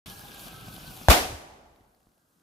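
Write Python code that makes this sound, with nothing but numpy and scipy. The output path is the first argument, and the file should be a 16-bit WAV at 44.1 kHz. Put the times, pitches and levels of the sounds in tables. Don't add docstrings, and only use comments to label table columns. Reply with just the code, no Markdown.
import sys
import numpy as np
from scipy import signal
from scipy.io import wavfile

SR = 44100
rng = np.random.default_rng(int(sys.argv[2]) if len(sys.argv) > 2 else 0)


def gain_from_decibels(decibels):
    exponent = np.asarray(decibels, float) / 20
    return 10 ** exponent


def master(y):
    cut = np.clip(np.atleast_2d(y).T, -1, 1)
    pcm = np.round(cut * 32767)
    wavfile.write(sys.argv[1], SR, pcm.astype(np.int16))


N = 107074
BURST_S, DUCK_DB = 1.0847, -19

# (frequency [Hz], left-right likeness [-1 to 1])
NEAR_LIKENESS = [(60, 0.87), (130, 1), (290, 0.74), (640, 0.28), (1410, -0.32), (3100, 0.46), (6820, 0.82),
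                 (15000, 0.73)]


def rms_one(x):
    return x / np.sqrt(np.mean(x ** 2) + 1e-20)


def at_hz(points, hz):
    table_hz, values = np.array(points).T[:2]
    return np.interp(np.log(hz), np.log(table_hz), values)


def drift(rate):
    pole = np.exp(-80 * np.pi * rate / SR)
    noise = rng.standard_normal(N // 40 + 2002)
    slow = signal.lfilter([1], [1, -2 * pole, pole * pole], noise)[2000:]
    return np.interp(np.arange(N) / 40, np.arange(len(slow)), rms_one(slow))


def ring(clicks, hz, t60):
    radius, turn = 1000 ** (-1 / (t60 * SR)), 2 * np.pi * hz / SR
    feedback = [1, -2 * radius * np.cos(turn), radius * radius]
    return signal.lfilter([0, np.sin(turn)], feedback, clicks + 1e-18)


def grains(per_s, spread_db):
    sizes = gain_from_decibels(spread_db * np.minimum(rng.exponential(1, N), 4)) * rng.choice([-1, 1], N)
    return rms_one(sizes * (rng.random(N) < per_s / SR))


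def strikes(rows):
    out = np.zeros((2, N))
    for s, db, pan_db, *_ in rows:
        halves = np.array([.5, -.5]) * np.clip(pan_db, -9, 9)
        out[:, min(int(s * SR), N - 1)] += gain_from_decibels(db + halves)
    return out


def bands(spectrum, likeness, patchy_db, shape=lambda hz: 1, extra=0):
    low_end, high_end = spectrum[0][0], spectrum[-1][0]
    edges = np.geomspace(low_end, high_end, int(3 * np.log2(high_end / low_end)) + 1)
    white, together = rng.standard_normal((2, 2, N)) + extra, drift(1.0)
    out, power = 0, 0
    for k, (low, high) in enumerate(zip(edges, edges[1:])):
        sos = signal.butter(2, [low, high], "band", fs=SR, output="sos")
        mid, side = signal.sosfilt(sos, white[k % 2])
        hz = np.sqrt(low * high)
        alike = np.clip(at_hz(likeness, hz), -.99, .99)
        gain = gain_from_decibels(at_hz(spectrum, hz) + patchy_db * (.6 * together + drift(24.0)))
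        band = gain * (np.sqrt(1 + alike) * mid + np.sqrt(1 - alike) * side * [[1], [-1]])
        out = out + band * shape(hz)
        power = power + np.mean(band ** 2)
    return out / np.sqrt(power)


def shock(t):
    # (delay [s], push left, push right, suction [linear pressure], suction length [s])
    fronts = [
        (0, .75, 1.0, .9, .00078),
        (.00122, 1.5, 1.5, .45, .00095),
        (.0026, .2, .6, .03, .0008),
    ]
    push_s, sag_s, right_lag_s = .00038, .00019, .00011
    out, ragged = 0, 1 + .3 * rng.standard_normal((2, N))
    for delay, left, right, suction, length in fronts:
        u = t - BURST_S - delay - np.array([[0], [right_lag_s]])
        push = np.clip(u / 4e-5, 0, 1) * (u < push_s) * np.exp(-np.abs(u) / sag_s)
        after = np.maximum(u - push_s, 0)
        refill = np.clip(1 - .25 * after / length - (after / length) ** 5, 0, 1)
        out = out + push * ragged * [[left], [right]] - suction * np.clip(after / 9e-5, 0, 1) * refill
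    return out


def heave(t):
    start_hz, sag_hz_per_s, delay_s, rise_s, fall_s = 80, 1400, .0022, .008, .0185
    left_db, pan_db = .3, 4.7
    u = np.clip(t - BURST_S - delay_s, 0, None)
    slowing = np.minimum(u, .025)
    turns = start_hz * u - sag_hz_per_s * slowing * (u - slowing / 2)
    envelope = (1 - np.exp(-(u + .003) / rise_s)) * np.exp(-(u / fall_s) ** 2)
    return np.sin(2 * np.pi * turns) * envelope * gain_from_decibels(left_db - pan_db * np.array([[0], [1]]))


def scatter(t):
    # (frequency [Hz], level [dB per Hz])
    spectrum = [(24, -29), (40, -4), (137, -12), (646, -7), (1900, -10), (2570, -10), (3650, -12),
                (12800, -19.5), (16000, -35.5)]
    # (frequency [Hz], left-right likeness [-1 to 1])
    far_likeness = [(60, 0.97), (130, 0.92), (290, 0.76), (640, 0.28), (1410, -0.23), (3100, 0.05),
                    (6820, -0.04), (15000, 0.06)]
    # (frequency [Hz], t60 [s])
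    fast_t60 = [(60, 0.16), (250, 0.44), (700, 0.33), (2000, 0.34), (6000, 0.4), (15000, 0.25)]
    # (frequency [Hz], t60 [s])
    slow_t60 = [(60, 1.9), (250, 1.6), (800, 1.404), (2000, 1.13), (6000, 0.94), (15000, .5)]
    # (frequency [Hz], level [dB])
    slow_share = [(60, -18.5), (300, -18), (1000, -18), (4000, -19.5), (15000, -4)]
    level_db, early_db, arrives_s, rise_s = -11, -11, .0102, .007
    slaps_per_s, slap_share, blur_s = 450, 1.2, .16
    yard_hz, yard_width_hz, yard_boost = 738, 190, 0.92

    u = np.maximum(t - BURST_S - arrives_s - rise_s, 0)
    swell = np.clip((t - BURST_S - arrives_s) / rise_s, 0, 1)
    front = (t > BURST_S) * gain_from_decibels(early_db * (1 - swell))

    def decay(hz):
        fast = 1000. ** (-u / at_hz(fast_t60, hz))
        slow = gain_from_decibels(at_hz(slow_share, hz)) * 1000. ** (-u / at_hz(slow_t60, hz))
        return front * (fast + slow)

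    clicks = np.array([grains(slaps_per_s, 3.5), grains(slaps_per_s, 3.5)])
    slaps = slap_share * .9 * np.exp(-u / blur_s) * clicks
    tail = gain_from_decibels(level_db) * bands(spectrum, far_likeness, 0.14, shape=decay, extra=slaps)
    return tail + yard_boost * signal.lfilter(*signal.iirpeak(yard_hz, yard_hz / yard_width_hz, SR), tail)


def struck(rows):
    return sum(ring(-strikes([(s, db, 0)]), hz, t60) for s, db, hz, t60 in rows)


def echoes():
    # (time [s], peak level [dB], frequency [Hz], t60 [s])
    booms = [(1.088, -19, 330, 0.03), (1.0998, -9, 700, 0.03), (1.106, -12, 640, 0.05),
             (1.108, -13, 1180, 0.025), (1.111, -15, 2520, 0.03), (1.113, -18, 197, 0.067),
             (1.115, -12, 798, 0.015), (1.126, -15, 790, 0.04), (1.139, -21, 1530, 0.03),
             (1.14, -17, 750, 0.05), (1.162, -20, 700, 0.05), (1.172, -24, 2120, 0.03),
             (1.207, -29, 71, 0.096), (1.25, -29, 740, 0.05), (1.255, -34, 80.5, .1),
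             (1.295, -34.5, 85.6, 0.16), (1.325, -30.5, 103, 0.086), (1.345, -35, 75, 0.15),
             (1.5, -49, 850, 0.12), (1.52, -53, 80, 0.25), (1.599, -57.5, 75, 0.35), (1.66, -56, 880, 0.12),
             (1.701, -56, 70, 0.25)]
    return struck(booms)


def thuds():
    # (time [s], peak level [dB], frequency [Hz], t60 [s])
    landings = [(1.808, -63, 68, 0.14), (1.8085, -42, 254, 0.0075), (1.8105, -55, 110, 0.06),
                (1.84, -62, 860, 0.12), (1.865, -57, 118, 0.047), (2.0698, -43, 223, 0.0068),
                (2.074, -63, 58, 0.17), (2.09, -62, 150, 0.05), (2.174, -61, 600, 0.012),
                (2.182, -60, 760, 0.014), (2.406, -65.5, 190, 0.13)]
    return struck(landings)


def drops():
    # (time [s], peak level [dB], pan [dB], frequency [Hz])
    spray = [(1.7609, -51, 0, 3000), (1.7612, -53, 0, 11500), (1.7675, -55, 2, 10500),
             (1.785, -59, 2, 1500), (1.8, -57, 0, 12500), (1.8094, -55, -6, 2200), (1.8474, -57, -3, 2000),
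             (1.854, -59, 0, 1500), (1.893, -59, 5, 9500), (1.948, -55, 0, 3000), (1.9482, -56, 0, 6500),
             (1.9484, -52, 0, 11500), (1.964, -58, 4, 11500), (2.0054, -60, 1.5, 3000),
             (2.0056, -54, 2, 10200), (2.017, -59, 3, 7000), (2.0304, -58, 1.5, 8500),
             (2.0592, -59, -3, 4600), (2.066, -58, 0, 12000), (2.0704, -59, 4, 1600),
             (2.0904, -61, 5, 1500), (2.0908, -57, 5, 9500), (2.1194, -56, 2, 8000), (2.1364, -60, 0, 6500),
             (2.1455, -57, 0, 12500), (2.1784, -61, 3, 4000), (2.1788, -58, 2, 10500),
             (2.3984, -58, -5, 5500), (2.3988, -56, -4, 12000), (2.4244, -62, -8, 3000)]
    splash_s, cycles = .003, 2.6
    after = np.arange(1, int(splash_s * SR)) / (splash_s * SR)
    noise, out = rng.standard_normal(len(after)), np.zeros((2, N))
    for k, (s, db, pan_db, hz) in enumerate(spray):
        breakup = .3 * np.roll(noise, 11 * k) * np.exp(-5 * after)
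        splash = np.r_[1, breakup, np.zeros(200)]
        start = int(s * SR)
        tick = ring(splash, hz, cycles / hz)[:N - start]
        out[:, start:start + len(tick)] += gain_from_decibels(db + np.array([[.5], [-.5]]) * pan_db) * tick
    return out


def patter(t):
    per_s, from_s, level_db = 120, 1.6, -83
    ticks = np.array([ring(grains(per_s, 4.0), 10500, .0007) for _ in range(2)])
    return gain_from_decibels(level_db) * rms_one(ticks) * np.clip((t - from_s) / .3, 0, 1)


def hiss(t):
    # (time [s], level [dB], treble [dB])
    vigour = [(0.07, -46, -6.5), (0.136, -50, -2.5), (0.368, -50.5, -6), (0.39, -48.5, -2.5),
              (0.475, -47, -4), (0.495, -50.5, -6.5), (0.6, -52.5, -7), (0.64, -52, -8), (0.68, -50, -2.5),
              (0.76, -48, -5), (0.838, -47.5, -5.5), (0.922, -47, -2.5), (1.071, -46, -5)]
    # (frequency [Hz], level [dB per Hz])
    colour = [(210, -29), (350, -9.5), (1120, -7.5), (1570, -8.5), (1970, -12.5), (2980, -6.5), (7920, -16),
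              (11600, -11.5), (16000, -24)]
    trim_db, spits_per_s, spit_share, spread_db = 3.5, 320, 0.88, 4.2
    dip_hz, dip_width_hz, dip_depth = 1900, 450, .7
    s, level_db, treble_db = np.transpose(vigour)
    bright_db = np.interp(t, s, treble_db - treble_db.mean())

    def tilt(hz):
        return gain_from_decibels(bright_db * np.log2(hz / 5000)) if hz > 2000 else 1

    spits = spit_share * grains(spits_per_s * gain_from_decibels(drift(2.4)), spread_db) * [[1], [.4]]
    gas = bands(colour, NEAR_LIKENESS, 1.8, tilt, spits)
    b, a = signal.iirpeak(dip_hz, dip_hz / dip_width_hz, SR)
    return gain_from_decibels(np.interp(t, s, level_db) + trim_db) * (gas - dip_depth * signal.lfilter(b, a, gas))


def pops():
    # (time [s], peak level [dB], pan [dB])
    pockets = [
        (0.237, -36, 4),
        (0.383, -37, -4),
        (0.47, -34, 2),
        (0.531, -35.5, -3),
        (0.682, -31.5, 1),
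        (0.781, -32, -3),
        (0.845, -35, 2),
        (0.908, -36, 4),
        (1.014, -30, 3),
        (1.046, -41, -0.5),
    ]
    # (frequency [Hz], level [dB], t60 [s])
    modes = [
        (720, -6, .018),
        (1150, -11, .01),
        (230, -7, .02),
    ]
    soft = signal.lfilter([.3], [1, -.7], strikes(pockets))
    return sum(gain_from_decibels(db) * ring(soft, hz, t60) for hz, db, t60 in modes)


def snaps():
    # (time [s], peak level [dB], pan [dB])
    sharp_spits = [(0.0665, -36, -1.5), (0.1164, -37, -0.5), (0.161, -37, 0.0), (0.209, -35.5, -1.5),
                   (0.3844, -36, -1.0), (0.4, -40, -0.5), (0.4714, -36, -1.0), (0.6854, -38, -1.0),
                   (0.7148, -34, -1.0), (0.7794, -35, -1.5), (0.8478, -34, -1.0), (0.8793, -34, -0.5),
                   (0.907, -34.5, -3), (0.974, -29, -1), (1.0134, -34, 1)]
    clicks = strikes(sharp_spits)
    return gain_from_decibels(-0.98) * (ring(clicks, 9706, .0007) + 0.25 * ring(clicks, 3900, 0.0048))


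def whistle(t, start, end, hz, sag, db):
    sharpness, fade_s = 26, .06
    u = t - start
    carrier = np.exp(2j * np.pi * (hz * u - sag * u ** 2 / 2))
    sos = signal.butter(2, hz / sharpness / 2, fs=SR, output="sos")
    wobble = signal.sosfilt(sos, rng.standard_normal((2, 2, N)))
    wobble = wobble + np.clip(1000 / hz - .6, 0, 4) * wobble[:, :1]
    fade = np.clip(np.minimum(u, end - t) / fade_s + .5, 0, 1)
    return gain_from_decibels(db) * fade * rms_one(np.real((wobble[0] + 1j * wobble[1]) * carrier))


def leaks(t):
    # (start [s], end [s], frequency [Hz], sag [Hz per s])
    tones = [
        (.06, .95, 1670, 190),
        (.08, .38, 815, 30),
        (.52, .76, 1310, 90),
        (2.15, 2.31, 1600, 0),
        (.6, .82, 107, -30),
        (.45, 1.05, 760, 20),
    ]
    tone_db = [-58, -58, -57, -63.5, -56.5, -61]
    return sum(whistle(t, *row, db) for row, db in zip(tones, tone_db))


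def boil(t):
    # (time [s], level [dB])
    churning = [(0.07, -48), (0.406, -57.5), (0.464, -50), (0.496, -51.5), (0.798, -49.5), (0.822, -51.5),
                (0.91, -44), (0.988, -54), (1.04, -47.5)]
    # (frequency [Hz], level [dB per Hz])
    rumble = [(18, -33.5), (30, -9), (49, 5.5), (80, -10), (114, 4), (400, -15), (520, -44), (880, -120)]
    return gain_from_decibels(np.interp(t, *np.transpose(churning))) * bands(rumble, NEAR_LIKENESS, 4.2)


def air():
    # (frequency [Hz], level [dB per Hz])
    ambience = [(24, -55.5), (40, -19), (226, -10), (444, -20), (1370, -20), (1480, -13), (1850, -32),
                (10700, -25), (16000, -38)]
    return gain_from_decibels(-51.5) * bands(ambience, NEAR_LIKENESS, 0.98)


def scene():
    t = np.arange(N) / SR
    blast = shock(t) + heave(t) + scatter(t) + echoes()
    fallout = thuds() + drops() + patter(t)
    reaction = (hiss(t) + pops() + snaps() + boil(t)) * (t < BURST_S)
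    return gain_from_decibels(-DUCK_DB) * (blast + fallout) + reaction + leaks(t) + air()


def low_pass(x):
    return signal.sosfilt(signal.butter(12, 16500, fs=SR, output="sos"), x)


def record(dry):
    # (frequency [Hz], width [Hz], depth [0-1])
    mic_dips = [
        (6700, 6200, 0.3),
        (9000, 5200, 0.6),
    ]
    start_s, recover_db_per_s, ceiling = .0592, 0.5, 1.2
    t = np.arange(N) / SR
    duck_db = (t >= BURST_S) * (DUCK_DB + recover_db_per_s * (t - BURST_S))
    gain = gain_from_decibels(duck_db) * np.clip((t - start_s) / 0.00051, 0, 1)
    ports = []
    for channel, (hz, width, depth) in zip(dry, mic_dips):
        shaded = signal.lfilter(*signal.iirpeak(hz, hz / width, SR), channel)
        ports.append(channel - depth * shaded)
    x = ceiling * np.tanh(gain * np.array(ports) / ceiling)
    x = signal.sosfilt(signal.cheby2(16, 42, 15800, fs=SR, output="sos"), x)
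    x = signal.sosfilt(signal.butter(1, 18, "high", fs=SR, output="sos"), x)
    return low_pass(x)


dry = scene()
out = record(dry)
master(out)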